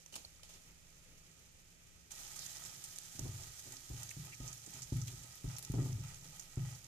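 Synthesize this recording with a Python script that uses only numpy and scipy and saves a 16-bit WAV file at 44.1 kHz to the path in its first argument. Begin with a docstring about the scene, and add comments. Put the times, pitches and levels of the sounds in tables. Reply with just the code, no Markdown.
"""Over a low kitchen rumble and a faint sizzle, the last bits of chopped onion drop into warm oil
in a nonstick pot. About two seconds in, a silicone spatula spreads the heap: the sizzle jumps up,
water drops spit, and the blade squelches through the onion. From three seconds on it bumps and rubs
the pot, which booms softly on its stand, while the sizzle slowly eases as the onion cools the oil.
A close pair of microphones hears it all, the right one through a port that rings in the treble."""
import sys
import numpy as np
from scipy import signal
from scipy.fft import rfft, irfft, next_fast_len
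from scipy.io import wavfile

SR = 44100
rng = np.random.default_rng(int(sys.argv[2]) if len(sys.argv) > 2 else 0)


def inscribe(sig):
    """Save sig as 16-bit PCM at rate SR to the path in sys.argv[1].

    A 1-D sig is mono; a 2-D sig holds one channel per row.
    Samples are clipped to [-1, 1] before scaling.
    """
    pcm = np.round(np.clip(np.atleast_2d(sig).T, -1, 1) * 32767)
    wavfile.write(sys.argv[1], SR, pcm.astype(np.int16))


N = 302947
TIME = np.arange(N) / SR


def from_db(db):
    """Decibels to gain."""
    return 10 ** (np.asarray(db) / 20)


def rms_one(x):
    """Scale to rms 1."""
    return x / np.sqrt(np.mean(x ** 2) + 1e-20)


def channel_rms(x):
    """Rms of each channel."""
    return np.sqrt(np.mean(x ** 2, axis=-1, keepdims=True))


def panned(db):
    """Channel gains that put the left `db` above the right."""
    return from_db(np.array([[db], [-db]]) / 2)


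def add(out, start_s, sound):
    """Mix a short sound in at its cue."""
    start = max(round(start_s * SR), 0)
    span = out[..., start:start + sound.shape[-1]]
    span += sound[..., :span.shape[-1]]


def filtered(x, response):
    """Apply a frequency response, given as a function of Hz."""
    length = x.shape[-1]
    size = next_fast_len(length + SR // 10)
    hz = np.arange(size // 2 + 1) * SR / size
    return irfft(rfft(x, size) * response(hz), size)[..., :length]


def coloured(x, curve):
    """Equalise along (Hz, dB) points."""
    hz, db = np.transpose(curve)
    return filtered(x, lambda f: from_db(np.interp(np.log(f + 1), np.log(hz), db)))


def drift(rate_hz):
    """A smooth random wobble of rms 1, mostly slower than `rate_hz`."""
    step, run_in = 40, 2000
    pole = np.exp(-2 * np.pi * step * rate_hz / SR)
    noise = rng.standard_normal(N // step + run_in + 2)
    slow = signal.lfilter([1], [1, -2 * pole, pole * pole], noise)[run_in:]
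    return np.interp(np.arange(N) / step, np.arange(len(slow)), rms_one(slow))


def dying(start, t60):
    """One second of an envelope that jumps to 1 at `start` and dies away."""
    age = TIME[:SR] - start
    return (age >= 0) * np.exp(-np.log(1000) * np.clip(age / t60, 0, 2))


# Resonances of the air in the pot. Each row: pitch in Hz, width in Hz, relative level in dB.
AIR_MODES = [(543, 19, -1.5), (665, 100, -0.5), (827, 64, 3.5), (1263, 49, 4), (1377, 97, -14),
             (1928, 29, 3.5), (2353, 370, -0.5), (3036, 44, -3)]

def in_pot(x, ring_db):
    """The air in the pot rings along with whatever sounds at its bottom."""
    def modes(f):
        return sum(from_db(db) * 1j * f * width / (hz ** 2 - f ** 2 + 1j * f * width)
                   for hz, width, db in AIR_MODES)
    return filtered(x, lambda f: 1 + from_db(ring_db) * modes(f))


# Tone of the room. Each row: frequency in Hz, gain in dB.
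ROOM_EQ = [(15, -19), (21, 11.5), (28, -16), (55, -1), (110, -5), (170, -9.5), (205, -13), (300, -17.5),
           (520, -21), (750, -31), (1600, -26), (2800, -25), (4200, -30), (12000, -35)]
RUMBLE_DB, RUMBLE_SWELL_DB = -65, 1.8
HUM_HZ, HUM_DB = 167.3, -75.5

def kitchen():
    """Low, uneven room rumble, nearly alike on both sides, faint hiss and a wavering appliance hum."""
    mid, side = in_pot(coloured(rng.standard_normal((2, N)), ROOM_EQ), ring_db=0.5)
    mid = mid * from_db(RUMBLE_SWELL_DB * drift(9.8))
    side = coloured(side, [(30, -3.5), (130, -12.5), (300, -1.5), (700, -1.5)])
    rumble = from_db(RUMBLE_DB) * np.array([mid + side, mid - side]) / channel_rms(mid)
    hum = from_db(HUM_DB) * np.sqrt(2) * np.sin(2 * np.pi * HUM_HZ * TIME + 1.6 * drift(4.0))
    return rumble + hum


def grains(per_s, spread_db, clump_db, clump_hz, scatter_s, colour_db, spots):
    """Tiny bursts at several spots; the pot's wall scatters each differently to each microphone."""
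    sizes = from_db(spread_db * np.minimum(rng.exponential(1, N), 5)) * rng.choice([-1, 1], N)
    clicks = sizes * (rng.random(N) < per_s / SR)
    clumping = 0.64 * np.tanh(drift(clump_hz) / 0.64)  # soft-limited, so no clump leaps out
    clicks *= from_db(clump_db * clumping)
    spot, out = rng.integers(0, spots, N), 0
    for k, hz in enumerate(np.geomspace(1000, 14000, spots)):
        paths = rng.standard_normal((2, SR // 20)) * dying(0, scatter_s)[:SR // 20]
        # each spot's bubbles have their own size and so their own favoured octave
        paths = coloured(paths / channel_rms(paths), [(hz / 2, 0), (hz, colour_db), (hz * 2, 0)])
        out = out + signal.oaconvolve([clicks * (spot == k)], paths, axes=1)[:, :N]
    return rms_one(out)


# Tone of the frying. Each row: frequency in Hz, gain in dB.
SIZZLE_EQ = [(200, -11), (500, -10.5), (720, -6.5), (1050, -9), (1700, -1.5), (2400, -7), (2750, -5),
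             (3300, 0.5), (5000, 0), (7000, -1), (9000, 1.5), (11500, 1.5), (14300, 2)]

def sizzle(vigour_db):
    """Thousands of steam bubbles a second burst at the onion's edges, the finest merging to a hiss."""
    crackle = grains(per_s=2200, spread_db=-0.5, clump_db=5.5, clump_hz=17,
                     scatter_s=0.021, colour_db=2.5, spots=10)
    pops = grains(per_s=700, spread_db=2, clump_db=1, clump_hz=4.2,
                  scatter_s=0.004, colour_db=18, spots=10)
    fizz = crackle + from_db(-4) * pops + rng.standard_normal((2, N))
    return from_db(vigour_db) * rms_one(in_pot(coloured(fizz, SIZZLE_EQ), ring_db=0.5))


# Tone of the wet slaps and their sizzle. Each row: frequency in Hz, gain in dB.
SPLAT_EQ = [(150, 6), (450, 4), (850, 1.5), (1900, -5.5), (3000, 3.5), (4600, 2.5), (7000, -2.5),
            (10000, 0.5), (14500, -1.5)]
# Wet slaps, then a brief flare of sizzle. 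Each row: start in seconds, relative noise level in dB,
# noise decay in seconds, starting pitch of the plop in Hz, relative plop level in dB.
SLAPS_AND_FLARE = [(0.061, -49.5, 0.015, 6000, -51), (0.125, -56, 0.42, 2980, -50),
                   (0.141, -55, 0.056, 2900, -40), (0.155, -46.5, 0.11, 8260, -36),
                   (0.1622, -39, 0.015, 915, -50), (0.179, -58, 0.062, 2970, -58),
                   (0.186, -60.5, 0.32, 4450, -50), (0.246, -56, 0.023, 710, -52),
                   (0.2494, -61, 0.067, 4300, -38), (.396, -70, .03, 1250, -57),
                   (0.432, -53, 0.054, 3030, -49), (0.442, -62.5, 0.33, 4870, -56),
                   (0.491, -59, 0.43, 1940, -60), (0.537, -61, 0.34, 6370, -62)]
PLOP_T60_S, PLOP_RISE_PER_S = 0.018, 6  # a trapped bubble rings briefly and climbs in pitch

def splats():
    """Onion bits land with wet slaps and plops, then flare into a brief sizzle."""
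    out, age = np.zeros((2, N)), TIME[:SR]
    for start, burst_db, burst_t60, hz, plop_db in SLAPS_AND_FLARE:
        noise = rms_one(coloured(rng.standard_normal((2, SR)), SPLAT_EQ))
        burst = noise * (dying(0, burst_t60) - dying(0, t60=0.0021))
        chirp = np.sin(2 * np.pi * hz * age * (1 + PLOP_RISE_PER_S * age / 2))
        plop = chirp * (dying(0, PLOP_T60_S) - dying(0, t60=0.0013))
        add(out, start, from_db(burst_db + 1) * burst + from_db(plop_db - 2.5) * plop)
    return in_pot(out, ring_db=-4)


def swell(middle, length):
    """The blade's speed in one stroke: from rest up to 1 and back."""
    return np.cos(np.pi * np.clip((TIME - middle) / length, -.5, .5))


# Spatula strokes. Each row: middle in seconds, length in seconds, relative squelch level in dB,
# relative drag level in dB, extra sizzle in dB.
SPATULA_STROKES = [(2.235, 0.51, -69, -74, 0.5), (2.612, 0.34, -68.5, -63, 1.5),
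                   (3.256, 0.31, -73, -55.5, 1.5), (3.41, 0.2, -69, -55.5, 2.5),
                   (3.724, 0.085, -70, -56.5, 1.5), (4.018, 0.15, -66, -61, 3),
                   (4.268, 0.17, -68, -54, 1.5), (4.472, 0.17, -65, -55, 2.5), (4.762, 0.15, -68.5, -54, 3),
                   (4.986, 0.13, -69, -60, 2.5), (5.108, 0.11, -91, -48.5, 3), (5.278, 0.37, -73, -73, 1),
                   (5.533, 0.18, -64, -64, 3.5), (5.817, 0.7, -70.5, -52, 2.5),
                   (6.077, 0.18, -65.5, -63, 2), (6.258, 0.11, -78.5, -70, 2.5),
                   (6.388, 0.15, -70.5, -65, 4), (6.666, 0.31, -68, -61, 2)]
SPREAD_AT_S = 2.105
IDLE_SQUELCH_DB, IDLE_DRAG_DB = -78.5, -66  # the blade creeping between strokes

def stirring():
    """One arm drives three things: extra sizzle in dB, the squelch's gain and the drag's gain."""
    stirred_db, wet, drag = 0, 0, 0
    for middle, length, squelch_db, drag_db, sizzle_db in SPATULA_STROKES:
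        speed = swell(middle, length)
        stirred_db = np.maximum(stirred_db, sizzle_db * speed)
        wet = np.maximum(wet, from_db(squelch_db) * speed)
        drag = np.maximum(drag, from_db(drag_db) * speed ** 2)
    in_use = TIME > SPREAD_AT_S
    wet = in_use * np.hypot(wet, from_db(IDLE_SQUELCH_DB))
    drag = in_use * np.hypot(drag, from_db(IDLE_DRAG_DB))
    return stirred_db, wet, drag


# The sizzle flares as the heap opens and lulls between strokes.
# Each row: middle in seconds, width in seconds, level change in dB.
FLARES_AND_LULLS = [(2.46, 0.084, 2.5), (4.38, 0.036, -0.5), (6.19, 0.024, 0), (6.5, 0.14, -1.5)]
HEAP_DB, HEAP_COOLING_DB_PER_S = -66, 1
SPREAD_DB, SPREAD_COOLING_DB_PER_S, SPREAD_RISE_S = -53.5, 1.5, 0.0041

def frying_vigour(stirred_db):
    """Sizzle level in dB: it jumps as the heap is spread; strokes turn wet faces onto the hot bottom."""
    since_spread = TIME - SPREAD_AT_S
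    heap = HEAP_DB - HEAP_COOLING_DB_PER_S * TIME
    surges = sum(db * np.exp(-((TIME - middle) / width) ** 2) for middle, width, db in FLARES_AND_LULLS)
    spread = SPREAD_DB - SPREAD_COOLING_DB_PER_S * since_spread + surges + stirred_db
    return heap + (spread - heap) * np.sqrt(np.clip(since_spread / SPREAD_RISE_S, 0, 1))


# Tone of the oily onion. Each row: frequency in Hz, gain in dB.
SQUELCH_EQ = [(250, -3), (500, 2), (1000, 7), (2000, 2), (3500, 1), (8000, 1), (14500, -27)]

def squelch(wet):
    """Oily pieces stick and part in clumps ahead of the spatula."""
    smacks = grains(per_s=1200, spread_db=2, clump_db=4.5, clump_hz=77,
                    scatter_s=0.0061, colour_db=1, spots=6)
    hollow = rms_one(in_pot(coloured(smacks, SQUELCH_EQ), ring_db=14.5))
    return from_db(5) * wet * panned(-2) * hollow


# Modes of the pot on its stand, which each push retunes and damps.
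# Each row: base pitch in Hz, relative level in dB, base ring time in seconds.
POT_MODES = [(47.7, -16.5, 0.36), (58.8, -25, 0.48), (83.8, -21, 0.87), (116.7, -7, 0.59),
             (136.2, -2, 0.62), (164.45, -7, 0.56), (211, -1.5, 0.058), (251.5, -9.5, 0.2),
             (268.7, -10.5, 0.22), (297.4, -3.5, 0.04), (350.3, -16.5, 0.28), (439, -30.5, 0.29),
             (517, -10, 0.023), (881, -14, 0.042), (1234, -17, 0.13)]
ROCKING_BELOW_HZ, BUILD_CYCLES = 125, 0.23
ROCKING_FRICTION, FRICTION = 1.56, 1.287  # above 1, a mode holds on, then stops sooner than a free ring
PRESS_SHARE, PRESS_S, SAG_S = 0.063, 0.035, 0.086

def pot_ring(rocking_db, pitch, hold, sag):
    """A push rocks the pot and lifts its pitch until the blade lets go; the stand damps the ring."""
    age = TIME[:SR]
    glide = 1 + PRESS_SHARE * np.exp(-age / PRESS_S) - sag * (1 - np.exp(-age / SAG_S))
    cycles_per_hz = pitch * np.cumsum(glide) / SR
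    out = np.zeros(SR)
    for hz, db, t60 in POT_MODES:
        rocks = hz < ROCKING_BELOW_HZ
        decay_db = 60 * (age / (t60 * hold)) ** (ROCKING_FRICTION if rocks else FRICTION)
        attack = 1 - np.exp(-age * hz / BUILD_CYCLES)
        envelope = attack * from_db(db + rocking_db * rocks - decay_db)
        out -= envelope * np.sin(2 * np.pi * hz * cycles_per_hz)
    return out


def dragging(drag):
    """The dragged blade judders and keeps the pot murmuring."""
    judder = coloured(rng.standard_normal(N), [(40, 6), (170, -10.5), (260, -10), (370, -2.5),
                                               (1200, -10)])
    force = from_db(-36.5) * drag * rms_one(judder)
    return signal.oaconvolve(force, pot_ring(rocking_db=0, pitch=0.99, hold=0.96, sag=0))[:N]


SMALL_SPITS_PER_S, SMALL_SPIT_HZ, SMALL_SPIT_T60_S = 40, 8000, 0.004

def small_spits(vigour_db):
    """Small drops burst at random in the spread onion, sized by the sizzle; rows as in LARGE_SPITS."""
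    times = TIME[(rng.random(N) < SMALL_SPITS_PER_S / SR) & (TIME > SPREAD_AT_S)]
    rows = []
    for start, (size, side, pitch) in zip(times, rng.standard_normal((len(times), 3))):
        spray_db = vigour_db[int(start * SR)] + 6 + 2.5 * size
        pan_db, snap_db = 5 * side, spray_db + 6
        hz = min(SMALL_SPIT_HZ * 2 ** (0.61 * pitch), CUTOFF_HZ)
        rows.append((start, spray_db, pan_db, SMALL_SPIT_T60_S, hz, snap_db, 0))
    return rows


# Large water drops bursting in the oil. Each row: start in seconds, relative spray level in dB,
# left over right in dB, spray decay in seconds, pitch in Hz, relative snap level in dB,
# delay of a second snap in seconds (0 for none).
LARGE_SPITS = [(2.117, -37, 0, 0.022, 7200, -36, .005), (2.361, -40.5, -4, 0.06, 9700, -42, 0.0058),
               (2.461, -40.5, -2, 0.05, 8000, -46, 0), (2.651, -49, -6, 0.11, 7600, -43, 0),
               (2.8403, -39, -1, 0.087, 9100, -25, 0), (2.96, -38.5, -2.5, 0.011, 7000, -38, 0.0038),
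               (2.9861, -33, -3, 0.0091, 9200, -23.5, 0), (3.1932, -30, -1.5, 0.011, 8270, -30, 0),
               (3.594, -42.5, 1, 0.079, 10000, -39, 0), (3.721, -40, 3, 0.038, 8500, -39, 0.0057),
               (3.768, -45, -4, 0.036, 4800, -48, 0.0034), (4.031, -33, 0, 0.019, 8700, -31.5, 0.0049),
               (4.091, -39, 0, 0.033, 6100, -42, 0), (4.106, -40.5, 2, 0.055, 8800, -39, 0.0054),
               (4.25, -47, 6, 0.064, 11500, -48, 0), (4.478, -43.5, -2, 0.094, 6430, -41, 0),
               (4.5295, -38.5, 3, 0.029, 8000, -31, 0), (4.577, -44, -1, 0.022, 7000, -45, 0),
               (4.663, -44.5, 2, 0.052, 7460, -48, 0.0045), (4.737, -52, -9, 0.058, 7500, -40, 0.0048),
               (4.8197, -38, 3, 0.05, 6340, -35, 0.0019), (4.83, -44.5, -3, 0.073, 6960, -33, 0),
               (4.968, -44, 2, .05, 11500, -46, 0), (5.016, -41.5, -2, 0.044, 6000, -42, .0037),
               (5.073, -39, 6, 0.02, 3980, -40, 0), (5.079, -37.5, 3, 0.061, 2920, -46, 0.012),
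               (5.234, -48, -3, 0.049, 8650, -50, 0.0052), (5.354, -49, 13, 0.057, 13000, -43, 0),
               (5.565, -41.5, -4, 0.05, 5500, -46, 0), (5.584, -32, 4, 0.017, 11000, -38, 0),
               (5.5915, -32, 6, 0.007, 12000, -32, 0), (5.626, -38.5, 1, 0.038, 10100, -43, 0),
               (5.649, -34, 5, 0.018, 5840, -36, 0.026), (5.719, -40.5, 2, 0.027, 12000, -44, 0.0071),
               (5.843, -51.5, 8, 0.28, 9000, -54, 0), (6.144, -42, 3, 0.018, 6900, -37, 0),
               (6.396, -38, -0.5, 0.032, 6700, -33, 0.0054), (6.5575, -47.5, -3, 0.011, 7600, -43, 0),
               (6.75, -45, 4, 0.045, 5440, -48, 0.0047), (6.844, -51, -16, 0.019, 5870, -49, 0.003)]
SNAP_RISE_S, SPRAY_TAIL_DB = 0.000088, -19

def spits(vigour_db):
    """Drops burst with a sharp snap, some twice in quick succession, and throw a short spray."""
    out, size = np.zeros((2, N)), SR // 5
    age = TIME[:SR // 200]
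    snap_shape = age / SNAP_RISE_S * np.exp(-age / SNAP_RISE_S)
    for start, spray_db, pan_db, t60, hz, snap_db, again_s in LARGE_SPITS + small_spits(vigour_db):
        envelope = dying(0, t60) + from_db(SPRAY_TAIL_DB) * dying(0, 4 * t60)
        spray = envelope[:size] * rng.standard_normal((2, size))
        spray = coloured(spray, [(hz / 1.75, -9), (hz, 0), (hz * 1.86, -9)])
        add(out, start, from_db(spray_db - 4) * panned(pan_db) * spray)
        snap = from_db(snap_db) * panned(pan_db) * snap_shape * np.sin(2 * np.pi * hz * age)
        add(out, start, snap)
        if again_s > 0:
            add(out, start + again_s, from_db(-2.5) * snap)
    return coloured(out, [(500, -11), (2500, 0), (5000, 3), (8000, 1), (14000, 3)])


# Squirts. Each row: middle in seconds, peak level in dB, pitch in Hz, half-width in seconds.
JUICE_SQUIRTS = [(2.423, -56, 4300, 0.035), (4.113, -48.5, 2170, 0.0031), (4.335, -54.5, 2170, 0.013)]

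def squirts():
    """Steam and juice escape from pressed onion in a narrow, pitched hiss that swells and fades."""
    out, half_s = np.zeros((2, N)), 0.15
    from_peak = TIME[:round(2 * half_s * SR)] - half_s
    for middle, db, hz, width in JUICE_SQUIRTS:
        band = [(hz * 0.82, -32), (hz * 0.67, -2), (hz * 1.28, 0), (hz * 0.94, -26), (hz * 3, -45)]
        hiss = rms_one(coloured(rng.standard_normal((2, len(from_peak))), band))
        add(out, middle - half_s, from_db(db) * np.exp(-(from_peak / width) ** 2) * hiss)
    return out


# The spatula hitting the pot. Each row: start in seconds, strength in dB, contact hardness in Hz,
# extra rocking in dB, pitch ratio, ring time ratio, skid level in dB, pitch sag as a share.
SPATULA_BUMPS = [(3.151, -48, 298, -13, 0.85, 0.46, -72, -0.01),
                 (3.19, -39, 380, 4, 0.96, 1.1, -50.5, 0.025),
                 (3.255, -51.5, 430, 16, 0.81, 0.88, -49.5, .02),
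                 (3.669, -58, 590, 10, 0.97, 0.44, -58.5, 0.009),
                 (3.901, -39, 190, 5.5, 1.01, 0.72, -53, 0.059),
                 (4.167, -30, 112, 1.5, 1.09, 0.5, -61, -0.0078),
                 (4.402, -38.5, 418, -4, 0.91, 0.6, -57, -0.052), (4.443, -59, 600, 8, 1, 0.37, -61, 0.011),
                 (4.673, -51, 710, -9, 1.2, 0.24, -57, 0.015),
                 (4.744, -46, 230, -15, 0.91, 0.74, -74, -0.0072),
                 (4.922, -29.5, 367, 1, 0.95, 0.9, -54, 0.049), (5.242, -56.5, 393, 6.5, 0.88, 0.6, -62, 0),
                 (5.442, -36.5, 383, 1, 0.97, 0.7, -52, 0.0087),
                 (5.699, -26.5, 246, -4, .98, 0.19, -72, -0.006),
                 (5.739, -28.5, 520, -14, 0.89, 0.55, -43.5, 0.018),
                 (5.754, -32.5, 450, 7, 1, 0.59, -69, 0.04), (5.783, -32, 1200, 0, 1.02, 0.55, -43.5, .03),
                 (5.82, -30.5, 450, -3, 1, 0.6, -58, 0.076),
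                 (5.857, -40.5, 1700, -3, 0.92, 0.57, -49, 0.054),
                 (5.8936, -28, 129, 1, .92, 0.86, -60, 0.043),
                 (5.984, -37, 152, -9, 1.03, 1.07, -66, 0.026),
                 (6.252, -53.5, 450, -15, 1.13, 0.89, -66, 0.013),
                 (6.572, -21.5, 112, -4, 0.97, 0.7, -50.5, 0.055)]
FLUTTER_DB, SKID_T60_S = 1.56, 0.15

def bumps():
    """Each bump booms, detuned and damped by the blade's load; gives the boom and the skid's gain."""
    boom, skid_gain = np.zeros((2, N))
    age = TIME[:SR // 20]
    for start, db, hardness_hz, rocking_db, pitch, hold, skid_db, sag in SPATULA_BUMPS:
        # a harder contact is a shorter push and reaches higher modes
        push = age * np.exp(-2 * np.pi * hardness_hz * age)
        ring = signal.oaconvolve(push / push.sum(), pot_ring(rocking_db, pitch, hold, sag))
        add(boom, start, from_db(db) * ring)
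        add(skid_gain, start, from_db(skid_db) * dying(0, SKID_T60_S))
    flutter = from_db(FLUTTER_DB * drift(34))  # the pot shifts as it rings
    return boom * flutter, skid_gain


def skids(gain):
    """The blade skids on for a moment after a bump: a dull, wide scuff."""
    noise = rng.standard_normal(N) + from_db(6) * rng.standard_normal((2, N))
    tone = [(100, 7), (330, 19.5), (480, 8), (850, 6.5), (1400, -10), (3000, -21), (8000, -41)]
    return gain * rms_one(coloured(noise, tone))


# The pot settling back. Each row: start in seconds, peak level in dB, pitch in Hz.
HOB_THUDS = [(3.2, -47, 49.7), (3.895, -42.5, 63), (4.403, -45.5, 51), (4.922, -38.5, 59.4),
             (5.443, -40.5, 47.3), (5.699, -45, 53.3), (5.983, -49, 62), (6.574, -45, 53)]
THUD_RISE_S = 0.021

def thuds():
    """The pot's weight comes down on the hob: a few deep cycles that swell and stop."""
    out, age = np.zeros(N), TIME[:SR // 5]
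    rise = age / THUD_RISE_S
    envelope = rise * np.exp((1 - rise ** 2) / 2)
    for start, db, hz in HOB_THUDS:
        add(out, start, from_db(db) * envelope * np.sin(2 * np.pi * hz * age))
    return out


# The blade's edge rubbing the pot. Each row: middle in seconds, length in seconds, level in dB.
EDGE_RUBS = [(3.27, 0.14, -56.5), (3.704, 0.16, -63.5), (3.936, 0.056, -58.5), (5.032, 0.088, -61),
             (5.142, 0.088, -64), (5.814, 0.19, -49)]
SLIPS_PER_S, SLIP_JITTER, SLIP_SPREAD_DB = 90, 0.35, 3.1

def rubbing():
    """The silicone edge sticks and slips unevenly; each slip taps the pot's upper modes."""
    gaps, sizes = rng.standard_normal((2, 2000))
    times = np.cumsum(np.exp(SLIP_JITTER * gaps)) / SLIPS_PER_S
    heard = times < TIME[-1]
    slips = np.zeros(N)
    slips[(times[heard] * SR).astype(int)] = from_db(SLIP_SPREAD_DB * sizes[heard])
    pressure = sum(from_db(db) * np.sqrt(np.abs(swell(middle, length)))
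                   for middle, length, db in EDGE_RUBS)
    tone = [(170, -20), (265, 1.5), (305, -7), (355, 4.5), (480, 2), (700, -2), (1300, -3.5), (2500, -13)]
    wall = coloured(pot_ring(rocking_db=0, pitch=0.95, hold=1, sag=0), tone)
    return signal.oaconvolve(pressure * rms_one(slips), wall / np.linalg.norm(wall))[:N]


def echoes(x, t60):
    """Diffuse kitchen reflections, different on each side."""
    tail = rng.standard_normal((2, SR)) * dying(0.003, t60)
    return signal.oaconvolve([x], tail / np.linalg.norm(tail[0]), axes=1)[:, :N]


def pot_body(drag):
    """Dragging, bumps, rubs and thuds set the pot booming into the kitchen, with the skids on top."""
    murmur = dragging(drag)
    boom, skid_gain = bumps()
    # the slowest motion radiates hardly any sound
    low_cut = signal.butter(2, 48, "high", fs=SR, output="sos")
    body = from_db(-2.5) * signal.sosfilt(low_cut, murmur + boom + rubbing()) + thuds()
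    return (body + skids(skid_gain)) * panned(0.72) + from_db(-18) * echoes(body, t60=0.15)


def scene():
    """Everything in and around the pot, tied together by the spatula's strokes."""
    stirred_db, wet, drag = stirring()
    vigour_db = frying_vigour(stirred_db)
    return (sizzle(vigour_db) + squirts() + splats() + squelch(wet) + pot_body(drag)
            + kitchen() + spits(vigour_db))


def port(x, hz, sharpness, leak_hz):
    """A microphone port rings at its own pitch and passes less above it."""
    return filtered(x, lambda f: (1 + 1j * f / leak_hz) / (1 - (f / hz) ** 2 + 1j * f / (hz * sharpness)))


LEFT_LAG_S, CUTOFF_HZ = 0.0001, 14400

def record(dry):
    """Sound reaches the left port a little later, the right port colours the treble; the top is cut."""
    left = filtered(dry[0], lambda f: np.exp(-2j * np.pi * f * LEFT_LAG_S))
    right = port(dry[1], hz=6820, sharpness=4.47, leak_hz=14700)
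    high_cut = signal.ellip(12, .2, 70, CUTOFF_HZ, fs=SR, output="sos")
    return signal.sosfilt(high_cut, np.array([left, right]))


dry = scene()
out = record(dry)
inscribe(out)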